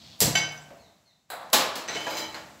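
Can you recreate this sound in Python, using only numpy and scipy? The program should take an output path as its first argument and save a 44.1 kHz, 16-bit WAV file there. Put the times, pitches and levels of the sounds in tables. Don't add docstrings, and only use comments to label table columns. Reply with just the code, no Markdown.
import sys
import numpy as np
from scipy import signal
from scipy.fft import rfft, irfft
from scipy.io import wavfile
from scipy.ndimage import uniform_filter1d

SR = 44100
rng = np.random.default_rng(int(sys.argv[2]) if len(sys.argv) > 2 else 0)


def volts_from_decibels(level):
    exponent = np.asarray(level, float) / 20
    return 10 ** exponent


def inscribe(sig):
    pcm = np.round(np.clip(np.atleast_2d(sig).T, -1, 1) * 32767)
    wavfile.write(sys.argv[1], SR, pcm.astype(np.int16))


N = 114660

# frequency in Hz, level in dB.
FLOOR_TONE = [(18, -44.5), (30, -1), (221, 10), (415, -6), (600, 2), (1460, -7.5), (6720, -10), (8980, -15),
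              (16000, -22.5)]
# time in seconds, level in dB.
FLOOR_LEVEL = [(0, 11.5), (.6, 15), (.95, 5), (1.28, -2.5), (1.32, 9.5), (2.3, 19.5), (2.6, 14.5)]
FLOOR_DB = -70

# start in seconds, length in seconds, level in dB, start and end pitch in Hz.
CHIRPS = [
    (.765, .12, -70, 2250, 1700),
    (1.04, .085, -73, 2200, 1700),
]
CHIRP_HARMONICS = [-13, 0, -12]

# frequency in Hz, level in dB, t60 in seconds.
STOVE_MODES = [(98.3, -7, 0.69), (117.7, -2, 0.61), (148.9, -5, 1.2), (187, 3, 0.39), (318, -8, 1.38),
               (442, -13, 0.33), (685.5, -6.5, 0.42)]
# start in seconds, level in dB.
STOVE_BLOWS = [
    (.215, -33),
    (.25, -37),
    (0.289, -40.5),
    (0.352, -43),
    (1.949, -53),
    (2.0647, -71),
]

# time in seconds, level in dB.
GAS_LEVEL = [
    (0, -55.5),
    (.08, -51.5),
    (.19, -58),
    (.26, -72.5),
    (.4, -89.5),
]
# frequency in Hz, level in dB.
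GAS_TONE = [(24, -44.5), (40, -4.5), (99, 5), (329, -5.5), (503, -28), (646, -4.5), (1410, -20), (4240, 0),
            (16000, -48.5)]
# time in seconds, level in dB.
PUFF_LEVEL = [
    (.205, -58),
    (.235, -46),
    (.26, -29),
    (.3, -29.5),
    (.36, -51),
    (.6, -61.5),
    (.9, -61),
]
# frequency in Hz, level in dB.
PUFF_TONE = [(15, -50), (25, -13), (48, -16), (188, -12), (331, -23.5), (352, -53), (436, -13.5),
             (500, -26.5), (650, -45.5), (1100, -120)]

# start in seconds, level in dB, rattle in seconds, tilt in dB per octave.
SNAPS = [
    (.2045, -18.5, .00025, 3),
    (.2135, -23, 0.0042, -2),
    (.227, -32.5, 0.0014, 4.5),
]
# frequency in Hz, level in dB.
SNAP_TONE = [(180, -27), (450, -2.5), (1400, -14), (3600, -7), (5500, -5), (7500, -2), (9500, -9),
             (16000, -15)]
# start in seconds, level in dB, rattle in seconds, tilt in dB per octave.
LAID = [
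    (1.3016, -36.5, 0.0038, 1),
    (1.333, -42, 0.00064, -4.5),
    (1.411, -45, 0.0031, -3.5),
]
# frequency in Hz, level in dB.
LAID_TONE = [(200, -24.5), (722, -0.5), (1000, -1.5), (2100, -10.5), (3000, -19.5), (4000, -8.5),
             (6050, -31), (7680, -17.5), (16000, -23.5)]
# start in seconds, level in dB, rattle in seconds, tilt in dB per octave.
FALL = [
    (1.53, -28.5, 0.0019, 2),
    (1.5319, -23.5, 0.00063, 1),
    (1.5339, -24.5, 0.001, 1),
    (1.5363, -23, 0.00074, -1),
    (1.5391, -24.5, 0.0019, -1),
    (1.755, -35, 0.0028, -1),
]
# frequency in Hz, level in dB.
FALL_TONE = [(59, -34), (234, -8), (836, -6.5), (1900, -10), (4100, -7.5), (7450, -13), (13000, -17.5),
             (16000, -21.5)]
# start in seconds, level in dB, rattle in seconds, tilt in dB per octave.
BANGLES = [
    (.52, -57.5, 0.003, 5.5),
]
# frequency in Hz, level in dB, t60 in seconds.
FALL_RING_MODES = [(528, -6.5, 0.82), (641, 7, 0.23), (838, 2.5, 0.52), (1052, 1, 0.38), (1157, -0.5, 0.56),
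                   (1701, -4, 0.67), (2730, -18, 0.55), (3480, -1.5, 0.35), (3905, 1.5, 0.39),
                   (4129, -5, 0.28), (4730, -12, 0.31), (5080, -4, 0.22), (5200, -10, .3)]

# time in seconds, level in dB.
DRAG_PRESSURE = [
    (1.875, -72),
    (1.9, -49),
    (2.05, -50),
    (2.09, -47),
    (2.13, -49),
    (2.185, -39.5),
    (2.22, -65),
    (2.3, -73),
    (2.36, -49),
]
# frequency in Hz, width in Hz, level in dB.
DRAG_MODES = [(592, 86, -6), (860, 30, -5), (1880, 45, -8), (2230, 60, -6), (3050, 60, -3), (3990, 90, -3),
              (4880, 100, -6), (5980, 150, -9), (6850, 35, -10), (8660, 60, -15), (10100, 110, -18),
              (11700, 67, -14), (13500, 51, -16), (15400, 35, -16)]
GRIT_PER_S, GRIT_SPREAD_DB = 560, 1.5
RASP_DB, FLARE_DB = -4, 3
TREBLE_FROM_S, TREBLE_HZ = 1.99, 6500

# start in seconds, level in dB, tilt in dB per octave.
CLANKS = [
    (0.3522, -31.5, -1),
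    (.367, -38.5, 4.5),
    (0.7052, -53.5, -7),
    (1.879, -41.5, 0.5),
    (1.8847, -36.5, -2),
    (1.935, -47, 0),
    (1.9504, -37.5, 0.5),
    (2.0667, -34.5, -3.5),
    (2.109, -42.5, -5.5),
    (2.3445, -41, -2),
]
# frequency in Hz, level in dB.
KNOCK_TONE = [(59, -27.5), (130, -15), (406, -5), (705, -4), (2860, -5.5), (7500, -13), (9500, -24),
              (16000, -40.5)]
KNOCK_S = 0.0011
# frequency in Hz, level in dB, t60 in seconds, twin offset in Hz,
# twin level in dB, first swell of the beat in seconds.
PAN_MODES = [(1545, -6, .5, 9, -6, 0), (1907, -8, .42, -14, -6, 0), (2206, -1.5, .5, 8, -1, .042),
             (2686, -10, .48, -7, -6, .02), (3039, 2, .46, 11, -7, 0), (3497, -10, .4, 12, -6, .03),
             (3960, -9, .45, -21, -4, 0), (4633, -9, .42, 10, -6, .03), (4960, -10, .52, -93, -2, 0),
             (5911, -7, .48, -34, -5, 0), (6165, -7, .46, -28, -1, 0), (7227, -8, .36, -19, -4, .02),
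             (10250, -18, .17, -190, -6, 0), (11820, -18, .17, -30, -6, 0)]
PAN_DB = -23
# start in seconds, frequency in Hz, level in dB, t60 in seconds.
TOUCHES = [(.3523, 695, -39, 0.47), (.3523, 852, -41, 0.33), (0.3525, 1073, -41, 0.24),
           (.575, 5990, -50.5, 0.1), (.615, 7667, -55, 0.12), (.7045, 675.5, -52, .5),
           (.712, 561, -53.5, 0.6), (1.8843, 4000, -36.5, 0.21), (1.8843, 2254, -36, 0.078),
           (1.8843, 1920, -37, 0.17), (1.8843, 6080, -40.5, 0.23), (1.894, 6090, -35, 0.068),
           (1.894, 4100, -33, 0.11), (1.9, 689, -39.5, 0.15), (1.934, 5800, -37, 0.15),
           (1.938, 3990, -36, 0.096), (1.951, 3020, -40.5, 0.62), (1.951, 2196, -37, 0.21),
           (1.951, 4160, -34, 0.05), (1.951, 313, -45.5, 0.53), (1.951, 1529, -43.5, 0.35),
           (1.955, 445, -39.5, 0.18), (1.97, 700.4, -38.5, 0.3), (2.0664, 534, -34, 0.21),
           (2.0664, 664, -36.5, 0.25), (2.0664, 847, -38, 0.32), (2.0664, 985, -38.5, 0.27),
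           (2.0664, 1136, -38, 0.085), (2.0664, 1674, -39.5, 0.11), (2.0664, 1846, -35.5, 0.18),
           (2.0664, 320, -48.5, 1.6), (2.109, 587, -36.5, 0.1), (2.18, 4850, -40.5, 0.21),
           (2.005, 3050, -42.5, 0.43), (2.058, 3086, -40, .2), (2.21, 3050, -46, 0.22),
           (2.01, 2210, -40, .2), (2.15, 6860, -49, 0.21), (2.185, 3950, -48, 0.22),
           (2.3442, 655, -48.5, 0.22), (2.3442, 4250, -37, 0.038), (2.3442, 2140, -41.5, 0.051)]
# start in seconds, level in dB, rattle in seconds,
# tilt in dB per octave.
TICKS = [
    (1.501, -51.5, 0.0022, 0),
    (1.531, -18.5, 0.0057, 4.5),
    (1.757, -39, .01, 5),
    (1.95, -53, 0.0027, -1),
    (2.3442, -49.5, 0.005, 1),
]
TICK_WET_DB = 0.5
FREE_WET_DB, FREE_BUZZ = -13, .2
BUZZ = .6

RISE_S = .0015
SPLIT, TWIN_DB = .005, -6
RING_WET_DB = -10

# frequency in Hz, t60 in seconds.
ROOM = [(60, 1), (250, 0.4), (700, 0.85), (2000, 0.62), (5000, 0.43), (9000, 0.31), (15000, 0.25)]
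WET_DB, FIRST_ECHO_S, BUILD_S = 8.5, 0.0005, 0.00088
LATE_DB, LATE_STRETCH = -22.5, 1.9

# frequency in Hz, level in dB.
MIC = [(30, -26), (62, -3), (6500, -0.5), (7800, 2), (9200, -8), (10500, -1), (15700, 1), (16100, -40)]
# frequency in Hz, level in dB.
SIDE_TONE = [(4000, -5.5), (15000, -6)]
# frequency in Hz, share from 0 to 1.
SIDE_SHARE = [(4500, 0), (6000, 0.06), (8500, 0.01), (12000, .45), (15000, .5)]


def evened(x):
    return x / np.sqrt(np.mean(x ** 2) + 1e-20)


def wobble(count, size):
    return evened(uniform_filter1d(rng.standard_normal(count), size=size))


def read(points, hz):
    f, value = np.transpose(points)
    return np.interp(np.log(hz + 1), np.log(f + 1), value)


def level(points):
    s, db = np.transpose(points)
    return volts_from_decibels(np.interp(np.arange(N) / SR, s, db, left=-150, right=-150))


def add(mix, s, sound):
    part = mix[round(s * SR):][:len(sound)]
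    part += sound[:len(part)]


def colour(tone, tilt_db=0.):
    hz = np.abs(np.fft.fftfreq(8192, 1 / SR))
    log_gain = np.log(volts_from_decibels(read(tone, hz) + tilt_db * np.log2((hz + 500) / 2000)))
    taps = np.fft.ifft(np.exp(np.conj(signal.hilbert(log_gain)))).real
    if abs(taps[1]) <= abs(taps[-1]):
        taps = np.roll(taps[::-1], 1)
    taps = taps[:4096]
    return taps / np.linalg.norm(taps)


def noise(tone):
    hiss = signal.oaconvolve(rng.standard_normal(N + 4096), colour(tone))
    return evened(hiss[4096:N + 4096])


def resonate(x, hz, width):
    pole = np.exp((2j * np.pi * hz - np.pi * width) / SR)
    return 2 * signal.lfilter([1 - abs(pole)], [1, -pole], x).real


def in_room(x, wet_db=WET_DB):
    hz, _, z = signal.stft(rng.standard_normal(SR), SR, nperseg=256)
    t = np.arange(z.shape[1]) * 128 / SR
    t60 = read(ROOM, hz)[:, None]
    z = z * (volts_from_decibels(-60 * t / t60) + volts_from_decibels(LATE_DB - 60 * t / (LATE_STRETCH * t60)))
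    tail = signal.istft(z, SR, nperseg=256)[1]
    tail = tail * np.clip((np.arange(len(tail)) / SR - FIRST_ECHO_S) / BUILD_S, 0, 1)
    tail = volts_from_decibels(wet_db) * tail / np.linalg.norm(tail)
    tail[0] = 1
    return signal.fftconvolve(x, tail)


def knock(db, rattle_s, tone, tilt_db):
    fade = np.exp(-np.arange(2048) / SR / rattle_s)
    spread = rfft(rng.standard_normal(len(fade)) * fade)
    burst = irfft(spread / abs(spread)) * fade ** (1 / 3)
    burst = burst / np.linalg.norm(burst)
    return volts_from_decibels(db + 22.5) * signal.fftconvolve(burst, colour(tone, tilt_db))


def ring(modes, db, uneven_db=0., lasting=0.86):
    t = np.arange(int(SR * lasting * 3 / 4))[:, None] / SR
    hz, mode_db, t60, *twin = np.transpose(modes)
    luck = rng.standard_normal((len(modes), 2))
    offset, twin_db, swell_s = twin or (hz * SPLIT * luck[:, 1], TWIN_DB, 0)
    pair = np.sin(2 * np.pi * hz * t)
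    pair = pair + volts_from_decibels(twin_db) * np.sin(2 * np.pi * (hz * t + offset * (t - swell_s)))
    rise = 1 - np.exp(-t / RISE_S)
    decay = np.exp(-np.log(1000) * t / (lasting * t60))
    return (pair * rise * decay) @ volts_from_decibels(db + mode_db + uneven_db * luck[:, 0])


def room_floor():
    return volts_from_decibels(FLOOR_DB) * level(FLOOR_LEVEL) * noise(FLOOR_TONE)


def bird():
    out = np.zeros(N)
    for s, length, db, start_hz, end_hz in CHIRPS:
        u = np.arange(0, length, 1 / SR) / length
        flutter = 1 + .03 * wobble(8820, 90)[:len(u)]
        pitch = start_hz + (end_hz - start_hz) * u ** (4 / 3)
        turns = np.cumsum(flutter * pitch) / SR
        call = sum(volts_from_decibels(p) * np.sin(2 * np.pi * (k + 1) * turns) for k, p in enumerate(CHIRP_HARMONICS))
        add(out, s, in_room(volts_from_decibels(db - 13.0) * call * np.sin(np.pi * u), 23.8))
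    return out


def stove():
    out = np.zeros(N)
    for s, db in STOVE_BLOWS:
        add(out, s, ring(STOVE_MODES, db, uneven_db=0.92))
    return out


def burner():
    sputter = volts_from_decibels(2.0 * wobble(N, 150))
    hiss = level(GAS_LEVEL) * noise(GAS_TONE) * sputter
    return hiss + level(PUFF_LEVEL) * noise(PUFF_TONE)


def lighter():
    out = np.zeros(N)
    for rows, tone in ((SNAPS, SNAP_TONE), (LAID, LAID_TONE), (FALL, FALL_TONE), (BANGLES, SNAP_TONE)):
        for s, db, rattle_s, tilt_db in rows:
            add(out, s, in_room(knock(db, rattle_s, tone, tilt_db)))
    add(out, FALL[0][0], in_room(ring(FALL_RING_MODES, -32, lasting=1.0), RING_WET_DB))
    return out


def drag():
    t = np.arange(N) / SR
    grit = volts_from_decibels(GRIT_SPREAD_DB * np.minimum(rng.exponential(1, N), 3)) * rng.standard_normal(N)
    grit = grit * (rng.random(N) < GRIT_PER_S / SR)
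    rings = 0
    for hz, width, db in DRAG_MODES:
        flare_db = FLARE_DB * np.interp(t, np.arange(53) / 20, rng.standard_normal(53))
        awake = np.clip((t - TREBLE_FROM_S) * 20, .05, 1) if hz > TREBLE_HZ else 1
        mode = evened(resonate(grit, hz, width))
        rings = rings + volts_from_decibels(db) * np.sqrt(width) * volts_from_decibels(flare_db) * awake * mode
    rasp = evened(signal.oaconvolve(grit, colour(KNOCK_TONE))[:N])
    scrape = evened(rings) + volts_from_decibels(RASP_DB) * rasp
    return in_room(level(DRAG_PRESSURE) * volts_from_decibels(-3.5) * scrape)[:N]


def pan():
    out, tones = np.zeros(N), np.zeros(N)
    free = ring(PAN_MODES, PAN_DB)
    free = free * (1 + FREE_BUZZ * wobble(len(free), 300))
    add(out, CLANKS[0][0], in_room(free, FREE_WET_DB))
    for s, hz, db, t60 in TOUCHES:
        tone = ring([(hz, 0, t60)], db)
        add(tones, s, tone * (1 + BUZZ * wobble(len(tone), 300)))
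    for s, db, tilt_db in CLANKS:
        add(out, s, in_room(knock(db, KNOCK_S, KNOCK_TONE, tilt_db)))
    for s, db, rattle_s, tilt_db in TICKS:
        add(out, s, in_room(knock(db, rattle_s, FALL_TONE, tilt_db), TICK_WET_DB))
    return out + in_room(tones, RING_WET_DB)[:N]


def scene():
    mix = room_floor() + bird() + stove() + burner() + lighter() + drag() + pan()
    return np.array([mix, mix])


def roll_off(x):
    return signal.sosfilt(signal.butter(12, 16810, fs=SR, output="sos"), x)


def record(dry):
    mid = signal.oaconvolve(dry[0], colour(MIC))[:N]
    hz, t, z = signal.stft(mid, SR, nperseg=1024)
    spin = np.exp(2j * np.pi * rng.random(z.shape))
    lots = np.kron(rng.random((33, len(t) // 6 + 1)), np.ones((16, 6)))[:len(hz), :len(t)]
    apart = lots < read(SIDE_SHARE, hz)[:, None]
    side = z * spin * apart * volts_from_decibels(read(SIDE_TONE, hz))[:, None]
    side = signal.istft(side, SR, nperseg=1024)[1][:N]
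    return roll_off(np.array([mid + side, mid - side]))


dry = scene()
out = record(dry)
inscribe(out)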